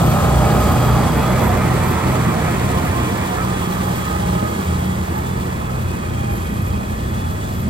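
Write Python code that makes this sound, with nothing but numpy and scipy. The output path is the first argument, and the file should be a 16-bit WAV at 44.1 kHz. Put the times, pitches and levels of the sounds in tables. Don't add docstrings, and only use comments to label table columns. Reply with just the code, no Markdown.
import sys
import numpy as np
from scipy import signal
from scipy.fft import rfft, irfft, next_fast_len
from scipy.io import wavfile
from scipy.ndimage import map_coordinates

SR = 44100
rng = np.random.default_rng(int(sys.argv[2]) if len(sys.argv) > 2 else 0)


def store_wav(level_fs):
    pcm = np.round(np.clip(np.atleast_2d(level_fs), -1, 1) * 32767)
    wavfile.write(sys.argv[1], SR, pcm.T.astype(np.int16))


N = 339129


def from_db(db):
    return np.exp(np.log(10) / 20 * np.asarray(db))


def rms_one(x):
    return x / np.sqrt(np.mean(x ** 2) + 1e-20)


def in_time(rows):
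    time_s, *columns = np.transpose(rows)
    return [np.interp(np.arange(N) / SR, time_s, column) for column in columns]


def at_hz(points, hz):
    known_hz, values = np.transpose(points)
    return np.interp(np.log(hz), np.log(known_hz), values)


def drift(rate_hz):
    r = np.exp(-80 * np.pi * rate_hz / SR)
    noise = rng.standard_normal(N // 40 + 2002)
    slow = rms_one(signal.lfilter([1], [1, -2 * r, r * r], noise)[2000:])
    ramp = np.arange(40) / 40
    return (slow[:-1, None] + np.diff(slow)[:, None] * ramp).ravel()[:N]


def angle(per_s):
    return 2 * np.pi * (np.cumsum(per_s) / SR + rng.random())


# (frequency [Hz], correlation [0-1])
LIKENESS = [(60, 1), (130, 0.85), (300, 1), (700, 0.64), (1400, 0.64), (3500, 0.87), (5500, 0.067),
            (8000, 1), (15000, 1)]


def turbulence(spectrum, resonances=(), direct=0):
    size = next_fast_len(N)
    hz = np.maximum(np.arange(size // 2 + 1) * SR / size, 1)
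    inside = np.clip(hz, spectrum[0][0], spectrum[-1][0])
    skirts = np.minimum(hz / inside, inside / hz) ** 2
    gain = from_db(at_hz(spectrum, hz)) * skirts
    for centre_hz, width_hz, lift_db in resonances:
        gain = gain * from_db(lift_db / (1 + (2 * (hz - centre_hz) / width_hz) ** 2))
    alike = np.clip(direct + (1 - direct) * at_hz(LIKENESS, hz), 0, 1)
    mid, side = rfft(rng.standard_normal((2, size)))
    pair = np.sqrt(1 + alike) * mid + np.sqrt(1 - alike) * side * [[1], [-1]]
    return rms_one(irfft(gain * pair, size)[:, :N])


def partials(turn, orders, rough, unrest_hz):
    out = 0
    for multiple, level_db in orders:
        cycles = round(multiple) * turn / (2 * np.pi) + rng.random()
        phase = np.float32(2 * np.pi * (cycles - np.floor(cycles)))
        in_phase = (1 + rough * drift(unrest_hz)) * np.sin(phase)
        quadrature = rough * drift(unrest_hz) * np.cos(phase)
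        out = out + from_db(level_db) * (in_phase + quadrature)
    return rms_one(out)


def whistle(hz, width_hz, steady):
    turn = angle(hz)
    return rms_one((steady + drift(width_hz)) * np.sin(turn) + drift(width_hz) * np.cos(turn))


def hump(middle_s, length_s):
    return 1 / (1 + np.square(np.square(2 * (np.arange(N) / SR - middle_s) / length_s)))


def surges(rows, idle_db):
    swell = sum(from_db(db) * hump(middle_s, length_s) for middle_s, length_s, db in rows)
    return np.hypot(from_db(idle_db), swell)


def singing(rows, firings, waver, rough, unrest_hz):
    out, t = np.zeros(N), np.arange(N) / SR
    turn = angle(firings * (1 + waver * drift(19.3)))
    flutter = 1 + rough * (drift(unrest_hz) + 1j * drift(unrest_hz))
    flutter = flutter / np.sqrt(1 + 2 * rough ** 2)
    for (middle_s, length_s, hz, db), chance in zip(rows, rng.random(len(rows))):
        near = np.arange(*np.searchsorted(t, [middle_s - 2 * length_s, middle_s + 2 * length_s]))
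        glide = np.exp(1j * turn[near] * hz / np.interp(middle_s, t, firings))
        tone = flutter[(near + int(chance * N)) % N] * glide
        swell = 1 / (1 + np.square(np.square(2 * (t[near] - middle_s) / length_s)))
        out[near] += from_db(db) * np.sqrt(2) * tone.real * swell
    return out


PASSES = { "blower rumble": (1.0, 1.86, -18.5, -39.5), "blower beat": (0.45, 1.0, -19.5, -36),
          "blower chug": (0.56, 0.36, -19.5, -39), "blower note": (0.7, 1, -18.5, -30),
          "blower fan": (0.13, 1.5, -28, -60), "impeller": (1.38, 2.1, -23.5, -56),
          "chute": (2, 1.05, -29.5, -42), "gears": (2, 1.5, -44.5, -65), "turbo": (-1, 2.5, -42, -55.5),
          "loader overtone": (3.5, 0.5, -39.5, -61), "cab boom": (3, 0.16, -27.5, -53),
          "loader fan": (4, 0.67, -29, -62), "loader note": (5, 0.16, -26, -28.5),
          "loader rumble": (8, 2, -25, -43), }


def passing(part):
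    abreast_s, width_s, near_db, street_db = PASSES[part]
    distance = np.hypot(1, (np.arange(N) / SR - abreast_s) / width_s)
    return np.hypot(from_db(near_db) / distance, from_db(street_db))


def place(x, lag_ms, pan_db=0):
    left, right = np.broadcast_to(x, (2, N))
    left = map_coordinates(left, [np.arange(N) - lag_ms * SR / 1000], order=3, mode="nearest")
    tilt = from_db(pan_db)
    return np.array([left * tilt, right]) * np.sqrt(2 / (1 + tilt ** 2))


AHEAD_S, SWING_S, SIDE_LAG_MS = 1, 2.95, 0.31


def bearing():
    return SIDE_LAG_MS * np.sin(np.arctan((np.arange(N) / SR - AHEAD_S) / SWING_S))


# (time [s], centre [Hz], left over right [dB])
RIGHT_LEAN = [(0, 620, -5), (.9, 680, -7.5), (1.4, 780, -11), (2.6, 955, -10), (4.3, 1110, -8),
              (7.69, 1102, -2.5)]
LEFT_LEAN = [(0, 2520, 2), (2.1, 2900, 5.5), (3.3, 2600, 3.5), (5, 2600, 2), (6.5, 2800, -3)]
RIGHT_LEAN_OCTAVES, LEFT_LEAN_OCTAVES = 0.91, 0.32
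WIDE_HZ, WIDE_OCTAVES, WIDE_EXTRA = 668, 0.58, 1.77


def widen(x, lag_ms):
    hz, t, spectra = signal.stft(x, SR, nperseg=512)
    octaves = np.log2(np.maximum(hz, 1))[:, None]
    leans = []
    for rows, width in ((RIGHT_LEAN, RIGHT_LEAN_OCTAVES), (LEFT_LEAN, LEFT_LEAN_OCTAVES)):
        time_s, centre_hz, db = np.transpose(rows)
        off_centre = octaves - np.log2(np.interp(t, time_s, centre_hz))
        leans.append(np.interp(t, time_s, db) * np.exp(-(off_centre / width) ** 2))
    tilt = from_db(sum(leans))
    band = np.exp(-((octaves - np.log2(WIDE_HZ)) / WIDE_OCTAVES) ** 2)
    lag_s = np.interp(t, np.arange(N) / SR, lag_ms) / 1000
    twist = np.exp(1j * np.pi * WIDE_EXTRA * band * hz[:, None] * lag_s)
    pair = spectra * np.array([tilt / twist, twist]) * np.sqrt(2 / (1 + tilt ** 2))
    return signal.istft(pair, SR, nperseg=512)[1][:, :N]


# (time [s], firing rate [Hz], level [dB])
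TRUCK = [(0, 114, -26), (2, 95, -34), (2.9, 105, -30), (3.7, 95, -33), (6.8, 87.6, -28), (7.69, 108, -30.5)]
# (multiple of crank rate, relative level [dB])
TRUCK_ORDERS = [(2, -4.5), (3, -2), (7, -8)]


def truck():
    firings, level_db = in_time(TRUCK)
    crank = angle(firings / 3)
    return place(from_db(level_db) * partials(crank, TRUCK_ORDERS, rough=0.54, unrest_hz=2.1), lag_ms=0.72)


# (time [s], pitch [Hz])
TURBO = [(0, 11900), (1.3, 12250), (2.0, 12320), (3.0, 12170), (4.1, 11980), (5.2, 12130), (5.6, 11930),
         (6.35, 11530), (7.1, 11860), (7.69, 11880)]


def turbocharger():
    pitch_hz, = in_time(TURBO)
    flicker = rms_one(from_db(3.5 * drift(5)))
    return passing("turbo") * flicker * whistle(pitch_hz, width_hz=110.0, steady=0.45)


# (frequency [Hz], relative density [dB per Hz])
HISS = [(2200, -3.5), (2850, 0), (3300, -2.5), (3800, -4.5), (4700, -5), (5500, -8), (6500, -5.5),
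        (7400, -6), (8700, -5.5), (11500, -6.5), (13000, -15), (15500, -13)]
# (time [s], relative level [dB])
HISS_LEVEL = [(0.0, -36), (0.02, -38.5), (0.51, -38.5), (0.75, -38), (1.09, -39.5), (4.39, -42),
              (5.57, -46.5), (7.65, -46.5), (7.69, -46)]


def hiss(firing, pulse_depth, flutter_db, grit_db):
    level_db, = in_time(HISS_LEVEL)
    unrest = from_db(flutter_db * drift(23) + grit_db * drift(200))
    swell = (1 + pulse_depth * np.cos(firing)) * unrest
    return from_db(level_db + 8.5) * rms_one(swell * turbulence(HISS))


# (middle [s], length [s], level [dB])
WHIRR_SURGES = [(6.25, 1.5, -43.5), (6.3, 0.3, -49)]
# (time [s], mean pitch [Hz])
WHIRR = [(5.75, 2580), (6.0, 2490), (6.3, 2400), (6.7, 2490), (7.2, 2540)]


def whirr(warble):
    pitch_hz, = in_time(WHIRR)
    flutter = rms_one(from_db(1.7 * drift(30)))
    tone = whistle(pitch_hz * (1 + warble * drift(24.9)), width_hz=75.0, steady=.1)
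    return surges(WHIRR_SURGES, idle_db=-66) * flutter * tone


# (multiple of firing rate, relative level [dB])
LOADER_ORDERS = [(1, 1), (2, -9.5), (3, -20), (4, -13)]
# (frequency [Hz], relative density [dB per Hz])
LOADER_RUMBLE = [(15, -28), (28, -7), (44, -9), (62, 2.5), (90, 4.5), (140, -11), (220, 0.5), (300, -15),
                 (450, -21), (650, -14.5), (900, -40)]
# (frequency [Hz], relative density [dB per Hz])
CAB_BOOM = [(140, -27), (172, -10), (215, -1), (265, 1), (310, -2.5), (400, -18)]


def loader_engine(firings, lumps):
    note = passing("loader note") * partials(angle(firings), LOADER_ORDERS, rough=0.1, unrest_hz=14.0)
    overtone = partials(angle(firings), [(4, 0)], rough=.25, unrest_hz=4.0)
    rumble = passing("loader rumble") * turbulence(LOADER_RUMBLE)
    rumble = rumble + passing("cab boom") * turbulence(CAB_BOOM)
    return note + passing("loader overtone") * overtone + lumps * rumble


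def fans(shaft):
    return (passing("blower fan") + passing("loader fan")) * partials(shaft, [(6, 0)], rough=.5, unrest_hz=8.0)


# (middle [s], length [s], pitch at middle [Hz], level [dB])
BOOMS = [(.03, .14, 153.3, -22), (1.27, 0.22, 186.5, -21.5), (1.5, 0.16, 95.7, -19.5), (2.11, 0.1, 96, -23),
         (2.45, 0.13, 96.5, -26), (2.47, .15, 154, -23), (2.69, 0.13, 97.5, -24), (2.87, 0.075, 96, -27),
         (2.9, 0.2, 155, -34), (4.25, 0.096, 211.4, -27), (4.42, 0.19, 328, -33),
         (4.53, 0.092, 214.7, -25.5), (4.72, 0.087, 83.4, -26), (4.85, 0.39, 183.7, -27.5),
         (5.3, 0.35, 344.7, -38), (5.35, 0.56, 171.3, -28.5), (5.77, 0.14, 85.3, -25),
         (6.12, 0.4, 216, -32), (6.57, 0.13, 212, -33), (6.62, 0.18, 95.9, -22), (6.72, .12, 63, -25),
         (6.83, 0.12, 213, -28.5), (7.67, .1, 216, -27)]


def booms(firings):
    return singing(BOOMS, firings, waver=.004, rough=.15, unrest_hz=8.0)


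# (middle [s], length [s], level [dB])
RASPS = [(.8, 0.72, -45.5)]


def rasp():
    return surges(RASPS, idle_db=-68) * whistle(np.full(N, 4750), width_hz=120.0, steady=0)


# (middle [s], length [s], level [dB])
GEAR_SURGES = [(.2, .4, -44), (.88, 0.48, -43), (1.33, 0.33, -42), (2.25, 0.55, -47), (3.0, 0.53, -46),
               (3.75, 0.8, -43), (4.6, 0.96, -48), (6.35, 0.5, -48), (7.2, 0.66, -48)]
# (multiple of gear rate, relative level [dB])
GEAR_ORDERS = [(3, 0), (4, 6)]
GEAR_IDLE_DB = -52


def gears(firings):
    turn = angle(10 * firings * (1 + .006 * drift(22)))
    teeth = partials(turn, GEAR_ORDERS, rough=1.7, unrest_hz=65.0)
    return np.hypot(passing("gears"), surges(GEAR_SURGES, GEAR_IDLE_DB)) * teeth


# (middle [s], length [s], level [dB])
PUMP_SURGES = [(.58, 0.63, -31), (2.05, 0.31, -34), (3.0, 0.2, -30), (3.65, 0.45, -41), (4.2, 0.82, -31.5),
               (4.85, 0.74, -39), (5.2, 0.12, -25), (5.5, .3, -41), (6.27, 0.21, -29), (6.85, 0.23, -36),
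               (7.3, 0.52, -35)]
# (multiple of pump rate, relative level [dB])
PUMP_ORDERS = [(3, -16), (4, -1), (6, -14), (8, -14)]
PUMP_IDLE_DB = -40


def pump(firings):
    pistons = partials(angle(2.5 * firings), PUMP_ORDERS, rough=.5, unrest_hz=12.0)
    return surges(PUMP_SURGES, PUMP_IDLE_DB) * pistons


# (middle [s], length [s], level [dB])
DRIVE_SURGES = [(.15, .2, -30), (.52, 0.32, -26.5), (.85, 0.31, -31.5), (2.05, 0.34, -34),
                (2.48, 0.12, -31.5), (3.68, 0.54, -37.5), (4.12, 0.15, -29), (4.445, 0.17, -28.5),
                (4.72, 0.19, -34.5), (6.08, .15, -38.5), (6.35, 0.18, -40), (6.68, 0.18, -37),
                (7.2, .4, -46)]
DRIVE_IDLE_DB = -50


def impeller_drive(firings):
    tone = partials(angle(15.27 * firings), [(1, 0), (2, -19)], rough=.2, unrest_hz=22.0)
    return surges(DRIVE_SURGES, DRIVE_IDLE_DB) * tone


# (time [s], level at impact [dB])
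KNOCKS = [(2.343, -13)]
# (frequency [Hz], relative density [dB per Hz])
KNOCK = [(400, -11), (900, 5), (1500, -5), (2600, -18), (6000, -25)]
KNOCK_DECAY_S = 0.0027


def knocks():
    t = np.arange(N) / SR
    gain = sum(from_db(db) * (t >= s) * np.exp(-np.abs(t - s) / KNOCK_DECAY_S) for s, db in KNOCKS)
    return turbulence(KNOCK, direct=0.98) * gain


# (middle [s], length [s], pitch at middle [Hz], level [dB])
RINGS = [(.2, 0.21, 785, -28), (.48, .18, 777, -31), (.5, .3, 607.5, -27), (.6, 1, 1650, -44),
         (.996, 0.16, 812, -30), (1.25, 0.16, 1225, -30), (1.34, 0.22, 630, -25), (1.35, .3, 2050, -39),
         (1.444, 0.17, 499, -32), (1.45, 0.15, 1010, -34), (1.45, 0.22, 1680, -39.5), (1.54, .12, 710, -32),
         (1.59, .1, 2340, -38), (1.61, 0.11, 2080, -37.5), (1.85, 0.23, 2300, -49), (1.9, 0.14, 878, -36),
         (2.0, 0.23, 1332, -31.5), (2.06, 0.2, 2140, -40), (2.08, 0.11, 2240, -41), (2.25, 0.45, 635, -34),
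         (2.25, 0.18, 1095, -30), (2.37, 0.069, 712, -22.5), (2.43, 0.091, 1690, -37),
         (2.7, 0.34, 708, -36), (2.79, 0.12, 1050, -27.5), (2.98, 0.27, 706, -31.5),
         (3.0, 0.13, 1060, -27.5), (2.97, .3, 2400, -38), (3.13, 0.31, 2255, -40), (3.25, 0.26, 1056, -42),
         (3.3, .3, 1747, -41), (3.413, 0.075, 1300, -28), (3.52, 0.065, 790, -28), (3.55, 0.51, 1206, -36),
         (4.0, 0.53, 1965, -43), (4.357, 0.37, 619, -29.5), (4.9, .3, 2000, -41), (4.9, .9, 2200, -51),
         (5.5, .6, 1740, -42), (5.7, .2, 1310, -42), (6.08, .14, 612, -33), (6.15, .51, 354, -37),
         (6.3, .5, 715, -47), (6.3, .5, 1675, -49), (6.46, .12, 1520, -43), (6.9, .16, 1715, -44),
         (7.33, .42, 1730, -46)]


def rings(firings):
    return singing(RINGS, firings, waver=.004, rough=.45, unrest_hz=22.0)


# (frequency [Hz], relative density [dB per Hz])
CHUTE = [(1100, -4), (1450, 2), (1750, 2), (2050, 0.5), (2400, -1), (2570, -3), (2750, -11.5), (3600, -38)]
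# (centre [Hz], width [Hz], lift [dB])
CHUTE_RINGS = [(1830, 70, 4.5), (1936, 40, 5.5), (2250, 53, 3.5)]
# (multiple of impeller shaft rate, relative level [dB])
BUZZ_ORDERS = [(50, -2), (55, 0), (58, -2.5), (64, -2.5), (69, -3), (74, -1.5), (81, -5)]


def chute(firings):
    shaft = angle(firings * 3 / 8 * (1 + .005 * drift(5)))
    buzz = from_db(-5.5) * partials(shaft, BUZZ_ORDERS, rough=2.0, unrest_hz=7.0)
    scour = turbulence(CHUTE, CHUTE_RINGS, direct=0.32)
    return passing("chute") * rms_one(from_db(1.23 * drift(21)) * (scour + buzz))


# (frequency [Hz], relative density [dB per Hz])
IMPELLER = [(230, -23), (330, 1), (450, 0.5), (530, 1), (600, 1), (680, -1.5), (780, 1), (950, 0),
            (1250, -1), (1420, -4.5), (1800, -16)]
HOWL = [(480, -9), (600, -0.5), (680, -6.5), (780, 1.5), (900, -12.5), (1050, -12.5), (1330, -8),
        (1450, -16), (1650, -26)]
# (centre [Hz], width [Hz], lift [dB])
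DRUM = [(452, 16, 8.5), (711, 16, 5), (1040, 40, 6)]
# (time [s], level over the churning snow's roar [dB])
MOUTH = [(0, 3.5), (1.6, -3.5), (2.4, -25)]
# (multiple of impeller shaft rate, relative level [dB])
RATTLE_ORDERS = [(16, -7), (19, -3.5), (20, 1.5), (23, 5.5), (24, 0), (26, 0), (28, 4), (30, 4.5),
                 (32, -0.5), (34, 1.5), (37, 4), (38, -1.5), (40, 1.5), (44, -5.5)]


def impeller(firings):
    mouth_db, = in_time(MOUTH)
    shaft = angle(firings * 3 / 8)
    lumps = from_db(0.55 * drift(39))
    roar = turbulence(IMPELLER, DRUM) + from_db(mouth_db) * turbulence(HOWL, direct=0.75)
    rattle = from_db(-2.8) * partials(shaft, RATTLE_ORDERS, rough=1.7, unrest_hz=7.0)
    return passing("impeller") * lumps * (from_db(0.02) * roar + rattle)


# (trough [s], depth [0-1])
TROUGHS = [(-.22, 1), (.21, 0.77), (.64, 0.57), (1.1, 0.6), (1.52, 0.4), (1.95, 0.7), (2.39, 0.3),
           (2.84, 0.6), (3.33, 0.4), (3.701, 0.4), (4.11, 0.5), (4.58, 0.75), (5.08, 0.5), (5.54, 0.3),
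           (5.99, 1), (6.45, 0.9), (6.92, 0.4), (7.37, 0.84), (7.8, .8)]


def throb():
    trough_s, depth = np.transpose(TROUGHS)
    t = np.arange(N) / SR
    turn = 2 * np.pi * np.interp(t, trough_s, np.arange(len(trough_s)))
    return rms_one(np.abs(1 - np.interp(t, trough_s, depth) * np.exp(1j * turn)))


CHUG_S, CHUG_TROUGH_S, CHUG_DEPTH = .287, 0.21, 0.88


def chug():
    turn = 2 * np.pi * (np.arange(N) / SR - CHUG_TROUGH_S) / CHUG_S
    return rms_one(np.abs(1 - CHUG_DEPTH * np.exp(1j * turn)))


# (multiple of blower shaft rate, relative level [dB])
BLOWER_BEAT = [(1, -32), (3, -7), (5, -2.5), (7, -8), (8, -12)]
# (frequency [Hz], relative density [dB per Hz])
RUMBLE = [(15, -34), (28, -14), (44, -13), (57, -3), (72, -1), (97, -0.5), (112, -2.5), (140, -6.5),
          (190, -1.5), (235, -5), (280, -9), (350, -7), (470, -14), (700, -16.5)]
# (centre [Hz], width [Hz], lift [dB])
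PANELS = [(168, 4.5, 9.5), (279, 6, 4.5), (371.3, 5.6, 4.5)]
PUFF_DEPTH = .35


def blower_engine(firings, shaft, lumps):
    beat = passing("blower beat") * partials(shaft, BLOWER_BEAT, rough=0.35, unrest_hz=3.9)
    note = throb() * partials(angle(1.49 * firings), [(1, 0)], rough=.12, unrest_hz=5.0)
    chugging = chug() * partials(shaft, [(2, 0)], rough=.15, unrest_hz=4.0)
    puffs = rms_one(1 + PUFF_DEPTH * np.cos(shaft))
    rumble = passing("blower rumble") * puffs * turbulence(RUMBLE, PANELS)
    return beat + passing("blower note") * note + passing("blower chug") * chugging + lumps * rumble


# (middle [s], length [s], change [dB])
SWINGS = [(0.63, 0.023, -6), (1.13, 0.12, -0.5), (1.91, .04, 2), (1.984, 0.043, -3.5), (2.077, 0.058, 1),
          (2.266, 0.042, 3), (3.3, 0.43, -2), (4.665, 0.014, -3), (5.065, 0.025, -12), (6.417, 0.06, -3),
          (6.593, 0.033, 2.5), (6.734, .08, 0)]
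BLOWER_TURNS = .3695


def engines(firings):
    shaft = angle(firings * BLOWER_TURNS)
    lumps = from_db(1.0 * drift(17.0))
    swing = from_db(sum(db * hump(middle_s, length_s) for middle_s, length_s, db in SWINGS))
    both = blower_engine(firings, shaft, lumps) + loader_engine(firings, lumps) + fans(shaft)
    return place(swing * both, lag_ms=0.37)


# (time [s], loader firing rate [Hz])
SPEED = [(0, 81.9), (.6, 82.2), (1.1, 82.8), (1.35, 84.2), (1.6, 83.8), (2, 85.2), (2.25, 84.6), (2.55, 83),
         (2.85, 84.7), (3.05, 83.6), (3.4, 84.8), (3.75, 82.7), (4.2, 82), (4.8, 82.7), (5.08, 83.4),
         (5.24, 86.4), (5.45, 85.2), (5.9, 84.3), (6.1, 81.7), (6.35, 80.3), (6.8, 83), (7.24, 84.9),
         (7.69, 83.6)]
CHUTE_LAG_SHARE = 0.55


def scene():
    firings, = in_time(SPEED)
    lag_ms = bearing()
    whines = pump(firings) + impeller_drive(firings) + gears(firings) + whirr(warble=0.0121)
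    drum = place(impeller(firings) + whines + rings(firings) + knocks(), lag_ms)
    snow = place(chute(firings) + rasp(), CHUTE_LAG_SHARE * lag_ms)
    bright = hiss(angle(firings), pulse_depth=0.072, flutter_db=0.91, grit_db=0.5)
    air = place(bright, lag_ms=0.2457, pan_db=0.6)
    wide = widen(drum + snow + air, lag_ms)
    return engines(firings) + booms(firings) + truck() + wide + turbocharger()


CUTOFF_HZ = 15900


def record(dry):
    rounded = 1.511 * np.tanh(dry / 1.701)
    low_pass = signal.ellip(10, .1, 90, CUTOFF_HZ, fs=SR, output="sos")
    return signal.sosfilt(low_pass, rounded)


dry = scene()
out = record(dry)
store_wav(out)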